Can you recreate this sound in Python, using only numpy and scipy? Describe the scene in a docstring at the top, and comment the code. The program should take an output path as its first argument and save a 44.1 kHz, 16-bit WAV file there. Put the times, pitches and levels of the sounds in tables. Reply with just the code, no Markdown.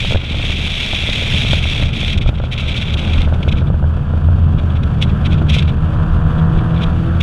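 """Car sliding through a long bend.

Heard at a cased camera outside the driver's door. The slipstream buffets the case, pops at
its port and tears across it in a rasping hiss that breaks into spurts; the cabin throbs behind
the open window. Underneath, tyres scrub on asphalt and a four-cylinder pulls up through one gear."""
import sys
import numpy as np
from scipy import signal
from scipy.fft import rfft, irfft
from scipy.io import wavfile
from scipy.ndimage import uniform_filter1d

SR = 44100
rng = np.random.default_rng(int(sys.argv[2]) if len(sys.argv) > 2 else 0)


def digitize_waveform(pressure):
    """Quantize a signal to 16-bit integers and store it at the path in sys.argv[1].

    Rows of a 2-D input are taken as channels; values are limited to [-1, 1].
    """
    field = np.atleast_2d(pressure).T
    bounded = np.clip(field, -1, 1)
    quanta = np.round(bounded * 32767).astype(np.int16)
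    wavfile.write(sys.argv[1], SR, quanta)


N = 318402
T = np.arange(N) / SR
FREQS = np.maximum(np.arange(N // 2 + 1) * SR / N, 1)

# cabin air throb: time_s, pitch_hz, level_db
CABIN_THROB = [(0, 72, -32), (2.8, 76, -29), (3.25, 78, -18.5), (3.95, 81, -19), (4.2, 82, -14.5),
               (4.6, 84, -14.5), (4.92, 85, -22), (5.33, 84, -15.5), (5.65, 85, -23), (6.0, 86, -20),
               (7.22, 83, -24)]


def undb(db):
    """Decibels to gain."""
    return 10 ** (np.asarray(db) / 20)


def unit(x):
    """Scale to rms 1."""
    return x / np.sqrt(np.mean(x ** 2))


def curves(table):
    """Value columns of a time table, interpolated per sample."""
    time_s, *columns = np.transpose(table)
    return [np.interp(T, time_s, column) for column in columns]


def ramp(start_s, length_s):
    """Linear rise from 0 to 1."""
    return np.clip((T - start_s) / length_s, 0, 1)


def colour(outline, hz, skirt_db_per_octave=30):
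    """Level in dB of a (freq_hz, level_db) outline, falling off beyond its ends."""
    freq_hz, level_db = np.transpose(outline)
    octaves_outside = np.abs(np.log2(hz / np.clip(hz, freq_hz[0], freq_hz[-1])))
    return np.interp(np.log(hz), np.log(freq_hz), level_db) - skirt_db_per_octave * octaves_outside


def resonances(modes, hz):
    """Summed lift in dB of (centre_hz, width_hz, lift_db) modes."""
    return sum(db / (1 + (2 * (hz - centre) / width) ** 2) for centre, width, db in modes)


def noise(spectrum_db):
    """Shaped noise, rms 1."""
    return unit(irfft(rfft(rng.standard_normal(N)) * undb(spectrum_db), N))


def walk(rate_hz):
    """Random drift up to about rate_hz, rms 1."""
    knots = rng.standard_normal(N // 100)
    return unit(np.interp(2 * rate_hz * T, np.arange(len(knots)), knots))


def eddies(outline, hold_s):
    """Turbulence, levelled over spans longer than hold_s."""
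    turbulence = noise(colour(outline, FREQS))
    size = max(int(hold_s * SR), 8)
    power = uniform_filter1d(uniform_filter1d(turbulence ** 2, size), size)
    return turbulence / np.sqrt(power + 1e-9)


def engine_load(firing_hz, drone_full_hz=155.9, bark_full_hz=142.3, floored_db=7, lifted_db=-18):
    """Drone and bark levels in dB: both rise with revs to a cap; the bark also follows the throttle."""
    floored = ramp(start_s=5.72, length_s=0.28)
    lifted = ramp(start_s=6.92, length_s=0.11)
    throttle_db = floored_db * floored * (1 - lifted) + lifted_db * lifted
    drone_db = -17.5 + 0.4 * np.minimum(firing_hz - drone_full_hz, 0)
    bark_db = -37.5 + 0.55 * np.minimum(firing_hz - bark_full_hz, 0)
    return drone_db, bark_db + throttle_db


def engine(shimmer_db=3.0, uneven_db=1, crank_db=7.5, rough_db=1.5):
    """The exhaust drones on the firing rate; unequal cylinders add a bark of four-stroke cycle orders."""
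    # engine speed: time_s, firing_hz
    revs = [(0, 118), (2.3, 123), (3.5, 136.9), (4.1, 143.3), (4.7, 146.9), (5.3, 149.5), (5.6, 152),
            (6.15, 158.8), (6.5, 161.4), (7.0, 164.5), (7.22, 167)]
    # exhaust drone partials: firing_multiple, level_db
    partials = [(.5, -10.5), (1, -2), (1.5, -21), (2, -23.5), (3, -31), (4, -30.5)]
    # bark spectrum: freq_hz, level_db
    bark_colour = [(350, -6), (490, 0.5), (570, -6.5), (640, 1.5), (800, -9), (980, 1), (1150, 0),
                   (1400, -2.5), (1730, -7.5), (2000, -19.5), (3000, -18), (5000, -40)]
    # cabin and exhaust resonances that swell passing engine tones: centre_hz, width_hz, lift_db
    car_modes = [(330, 14, 8), (730, 36, 8), (1000, 60, 2)]
    firing_hz, = curves(revs)
    drone_db, bark_db = engine_load(firing_hz)
    firing_hz = firing_hz * (1 + 0.001 * walk(10))
    phase = 2 * np.pi * np.cumsum(firing_hz) / SR
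    drone = bark = 0
    for multiple, db in partials:
        gain = undb(db + resonances(car_modes, multiple * firing_hz) + shimmer_db * walk(6))
        drone += gain * np.sin(multiple * phase)
    hop = SR // 10
    for order in np.arange(9, 49):
        multiple = order / 4
        hz = multiple * firing_hz[::hop]
        # even orders lock to the crank and stand out
        db = colour(bark_colour, hz) + resonances(car_modes, hz) + crank_db * (order % 2 == 0)
        gain = undb(db + uneven_db * rng.standard_normal(len(hz)))
        bark += np.interp(T, T[::hop], gain) * np.sin(multiple * phase + rng.uniform(0, 2 * np.pi))
    bark = unit(bark) * undb(rough_db * walk(25))  # no two cycles burn alike
    return unit(drone) * undb(drone_db) + bark * undb(bark_db)


def tyres(grain_db=1.5, waver_db=1.0):
    """Sliding tread scrubs on coarse asphalt and rings faintly as it sticks and slips."""
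    # scrub envelope: time_s, level_db
    scrub_levels = [(0, -38), (1.4, -33.5), (2.45, -36), (3.2, -29.5), (3.7, -36), (5.35, -31.5),
                    (5.7, -33), (6.1, -31.5), (7.22, -31)]
    # scrub spectrum: freq_hz, level_db
    scrub_colour = [(200, 9.5), (350, -0.5), (550, 3), (800, -1.5), (1100, -6.5), (1400, -1.5),
                    (1650, -8.5), (2050, -17.5), (2500, -11.5), (3400, -12.5), (4150, -26), (4550, -24),
                    (5000, -30.5), (10500, -40), (14000, -50)]
    # squeal envelope: time_s, level_db
    squeal_levels = [(0, -71.5), (3, -50.5), (4.6, -46), (5.33, -39), (5.6, -46), (6.4, -40.5),
                     (6.95, -45.5), (7.08, -34.5), (7.22, -32.5)]
    # tread modes: centre_hz, half_width_hz, level_db
    tread_modes = [(1150, 30, -1.5), (1320, 30, -0.5), (1560, 170, -4.5)]
    scrub_db, = curves(scrub_levels)
    squeal_db, = curves(squeal_levels)
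    scrub = noise(colour(scrub_colour, FREQS)) * undb(scrub_db + grain_db * walk(65))
    rings = sum(undb(db) / (1 + ((FREQS - hz) / half_hz) ** 2) for hz, half_hz, db in tread_modes)
    squeal = noise(20 * np.log10(rings)) * undb(squeal_db + waver_db * walk(15))
    return scrub + squeal


def throb(wander=0.021, swell_db=2):
    """Air passing the open window drives the cabin on one unsteady low note."""
    pitch_hz, level_db = curves(CABIN_THROB)
    phase = 2 * np.pi * np.cumsum(pitch_hz * (1 + wander * walk(14.7))) / SR
    return np.sqrt(2) * np.sin(phase) * undb(level_db + swell_db * walk(11))


def slipstream():
    """Relative levels in dB of large, middling and small eddies; all follow the airflow and its gusts."""
    # airflow strength: time_s, level_db
    airflow = [(0, -23.5), (.62, -21), (.78, -26.5), (1.03, -26.5), (1.15, -22.5), (2.75, -21.5),
               (3.25, -16), (3.95, -19.5), (4.3, -13), (6.4, -17), (7.22, -18)]
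    # gusts and lulls: centre_s, length_s, shove_lift_db, boom_lift_db
    gusts = [(0.138, 0.11, 8, 6), (0.233, 0.14, -9, -8), (1.35, 0.19, 5, 4), (1.53, 0.15, 2, 6.5),
             (1.83, 0.22, 7, 4.5), (2.174, 0.09, 9, 8), (2.27, 0.076, 10, 5), (2.95, 0.075, 1, 4),
             (3.213, 0.18, 9, 1), (3.557, .14, 2.5, 3), (3.703, 0.094, 4, 8), (4.564, .1, 4, 3.5),
             (5.1, 0.13, -2, 4.5), (5.35, 0.2, 3, 3.5), (5.53, 0.042, -5, 6.5), (6.197, 0.43, 8.5, 1.5),
             (6.554, 0.2, 6, 2.5), (6.874, 0.17, 5.5, 1)]
    flow_db, = curves(airflow)
    shove_lift_db = boom_lift_db = 0
    for centre_s, length_s, shove_db, boom_db in gusts:
        swell = np.exp(-(2 * (T - centre_s) / length_s) ** 2)
        shove_lift_db += shove_db * swell
        boom_lift_db += boom_db * swell
    large_db = 0.25 * flow_db + shove_lift_db
    middle_db = flow_db + boom_lift_db
    small_db = 0.67 * flow_db + 0.73 * boom_lift_db
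    return large_db, middle_db, small_db


def buffeting(shove_db=-19.0, boom_db=1, flutter_db=-13, gusty_db=2, lumpy_db=1.5, duck_knee_db=-18):
    """Large eddies shove the case, middling ones boom at the open window, small ones flutter."""
    # eddy spectra, large to small: freq_hz, level_db
    shove_colour = [(10, -20.5), (18, -6), (30, 5), (45, -6.5), (60, -10), (90, -31.5)]
    boom_colour = [(35, -33.5), (58, -14.5), (72, 9), (84, 5.5), (97, -1.5), (120, 4), (145, -5.5),
                   (190, -18)]
    flutter_colour = [(90, -27), (140, 2), (175, 1), (215, -1.5), (260, -10.5), (320, -13), (420, -20),
                      (600, -26)]
    large_db, middle_db, small_db = slipstream()
    _, throb_db = curves(CABIN_THROB)
    shove = eddies(shove_colour, hold_s=0.1) * undb(large_db + shove_db + lumpy_db * walk(7.7))
    # the low wind boom gets quieter while the cabin throb is loud
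    duck = 1 / np.sqrt(1 + undb(throb_db - duck_knee_db) ** 2)
    boom = eddies(boom_colour, hold_s=0.057) * undb(middle_db + boom_db) * duck
    flutter = eddies(flutter_colour, hold_s=0.078) * undb(small_db + flutter_db + gusty_db * walk(40))
    return shove + boom + flutter


def crossflow(release_s=0.05, spurt_trim_db=-2.5):
    """Amplitude of the air crossing the case: sustained rushes and short spurts, summed in power."""
    # rushes: start_s, end_s, level_db, rise_s, drift_db_per_s
    rushes = [(0, 0.118, -23, 0.0033, 11), (0.149, 0.506, -31, 0.056, 25.5), (0.49, 1.562, -22.5, 0.13, 2),
              (1.595, 1.869, -18, 0.13, -25.5), (1.918, 2.119, -25.5, 0.03, 12),
              (2.528, 2.905, -29.5, 0.087, 4), (2.975, 3.226, -28.5, .015, -5)]
    # spurts: peak_s, level_db, length_s
    spurts = [(2.009, -18, 0.011), (2.181, -17.5, 0.012), (2.226, -23.5, 0.022), (2.27, -29.5, 0.028),
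              (2.291, -25, .012), (2.35, -30.5, 0.02), (2.392, -29.5, 0.021), (2.448, -30.5, 0.039),
              (2.531, -20.5, 0.022), (2.607, -22, 0.034), (2.693, -23.5, 0.032), (2.769, -20, 0.028),
              (2.821, -21.5, 0.019), (2.94, -17, 0.011), (2.984, -24.5, 0.024), (3.138, -19.5, 0.01),
              (3.219, -17, 0.0031), (3.343, -28.5, 0.013), (3.432, -31, 0.016), (3.488, -22, 0.013),
              (3.525, -22.5, 0.014), (3.586, -30, 0.042), (3.677, -34.5, 0.011), (4.591, -31.5, 0.012),
              (4.705, -37, 0.011), (4.765, -34.5, .022), (4.837, -25, 0.0065), (5.029, -18, 0.023),
              (5.092, -32, 0.034), (5.262, -24.5, 0.02), (5.33, -24, 0.029), (5.387, -32.5, 0.018),
              (5.499, -19, 0.016), (5.548, -17.5, 0.038), (5.589, -19.5, 0.027), (5.627, -23, 0.014),
              (5.656, -32, 0.012), (5.691, -29.5, 0.022), (6.392, -35.5, 0.019), (6.58, -32.5, 0.019),
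              (6.796, -35.5, 0.12), (6.832, -25.5, 0.02), (7.21, -17.5, 0.0095)]
    power = np.zeros(N)
    for start_s, end_s, level_db, rise_s, drift_db_per_s in rushes:
        gate = ramp(start_s, rise_s) * (1 - ramp(end_s, release_s))
        drift_db = drift_db_per_s * np.clip(T - start_s, 0, end_s - start_s)
        power += gate * undb(level_db + drift_db) ** 2
    for peak_s, level_db, length_s in spurts:
        near = np.abs(T - peak_s) < 2 * length_s
        age = (T[near] - peak_s) / length_s
        width = np.where(age < 0, 0.47, 0.49)  # attack, release
        power[near] += undb(level_db + spurt_trim_db) ** 2 * np.exp(-(age / width) ** 2)
    return np.sqrt(power)


def hiss(full_flow_db=-22, grit_db=2.0, treble_hz=4500, brighten=0.53):
    """Air tears across the case and rings its cavities; a faster stream is louder and brighter."""
    # hiss spectrum: freq_hz, level_db
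    rasp_colour = [(400, -11.5), (1000, -18.5), (1450, -15), (1850, -11), (2050, -6), (2350, 2),
                   (2900, -3.5), (3400, 4), (3900, -5.5), (4200, -15), (5300, -22), (8800, -33),
                   (10800, -32.5), (11800, -41), (15000, -57)]
    # case modes: centre_hz, width_hz, lift_db
    case_modes = [(2680, 70, 4), (3880, 100, 3), (4420, 120, 4), (4720, 200, -3), (5020, 200, 3),
                  (5660, 190, 9), (5830, 100, -5), (6100, 200, 5), (6650, 200, 7.5), (8000, 500, 6)]
    envelope = crossflow()
    flow = envelope / undb(full_flow_db)
    sputter_db = 1.17 * np.clip(flow, 0.25, 1) ** -0.78  # a weak stream sputters more
    sputter = undb(sputter_db * walk(70) + grit_db * walk(220))
    air = noise(colour(rasp_colour, FREQS) + resonances(case_modes, FREQS))
    treble = signal.sosfiltfilt(signal.butter(2, treble_hz, "high", fs=SR, output="sos"), air)
    return envelope * sputter * (air + treble * (flow ** brighten - 1))


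def pops(trim_db=-1, scatter=0.069, muffle_hz=1700, attack_s=0.00065):
    """Each bursting eddy is a pressure spike that briefly rings the port, muffled by the case."""
    # eddy bursts: time_s, level_db
    bursts = [(0.046, -18), (0.107, -16), (0.121, -15), (0.145, -12), (0.156, -12.5), (0.343, -20),
              (0.396, -21), (0.438, -20.5), (0.497, -19), (0.931, -17), (1.036, -24), (1.088, -17),
              (1.187, -24), (1.221, -20), (1.341, -20), (1.447, -18), (1.531, -8.5), (1.653, -18),
              (1.796, -20.5), (1.825, -16.5), (2.029, -20.5), (2.164, -23), (2.259, -15), (2.289, -13.5),
              (2.328, -24), (2.399, -16), (2.437, -18), (3.273, -16), (3.323, -16), (3.476, -13.5),
              (3.535, -19), (3.615, -18.5), (3.7, -17), (3.74, -18.5), (3.825, -18.5), (3.839, -17),
              (3.971, -22), (4.135, -19.5), (4.285, -15), (5.416, -17), (5.564, -15.5)]
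    # port modes: pitch_hz, t60_s, level_db
    port_modes = [(80.6, 0.058, 4.5), (243, 0.014, 2), (389, 0.013, -4), (536, 0.013, 3),
                  (784, 0.021, -15.5), (1420, 0.019, -8)]
    track = np.zeros(N + SR)
    t = T[:SR // 10]
    pitch_hz, t60_s, mode_db = np.transpose(port_modes)[:, :, None]
    decay = undb(mode_db - 60 * t / t60_s)
    attack = 1 - np.exp(-t / attack_s)
    for time_s, level_db in bursts:
        detuned_hz = pitch_hz * (1 + scatter * rng.standard_normal(pitch_hz.shape))
        ring = np.sum(decay * np.sin(2 * np.pi * detuned_hz * t), axis=0)
        start = int((time_s + 2 * attack_s) * SR)
        track[start:start + len(t)] += 2 * undb(level_db + trim_db) * ring * attack
    return signal.sosfilt(signal.butter(6, muffle_hz, fs=SR, output="sos"), track[:N])


def scene():
    """All sources at one microphone."""
    return (engine() + tyres() + throb() + buffeting() + hiss() + pops())[None]


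def record(dry, ceiling=1.68, top_hz=15200):
    """The camera rounds the peaks and cuts the top."""
    rounded = ceiling * np.tanh(dry / ceiling)
    return signal.sosfilt(signal.ellip(8, 0.2, 70, top_hz, fs=SR, output="sos"), rounded)


dry = scene()
out = record(dry)
digitize_waveform(out)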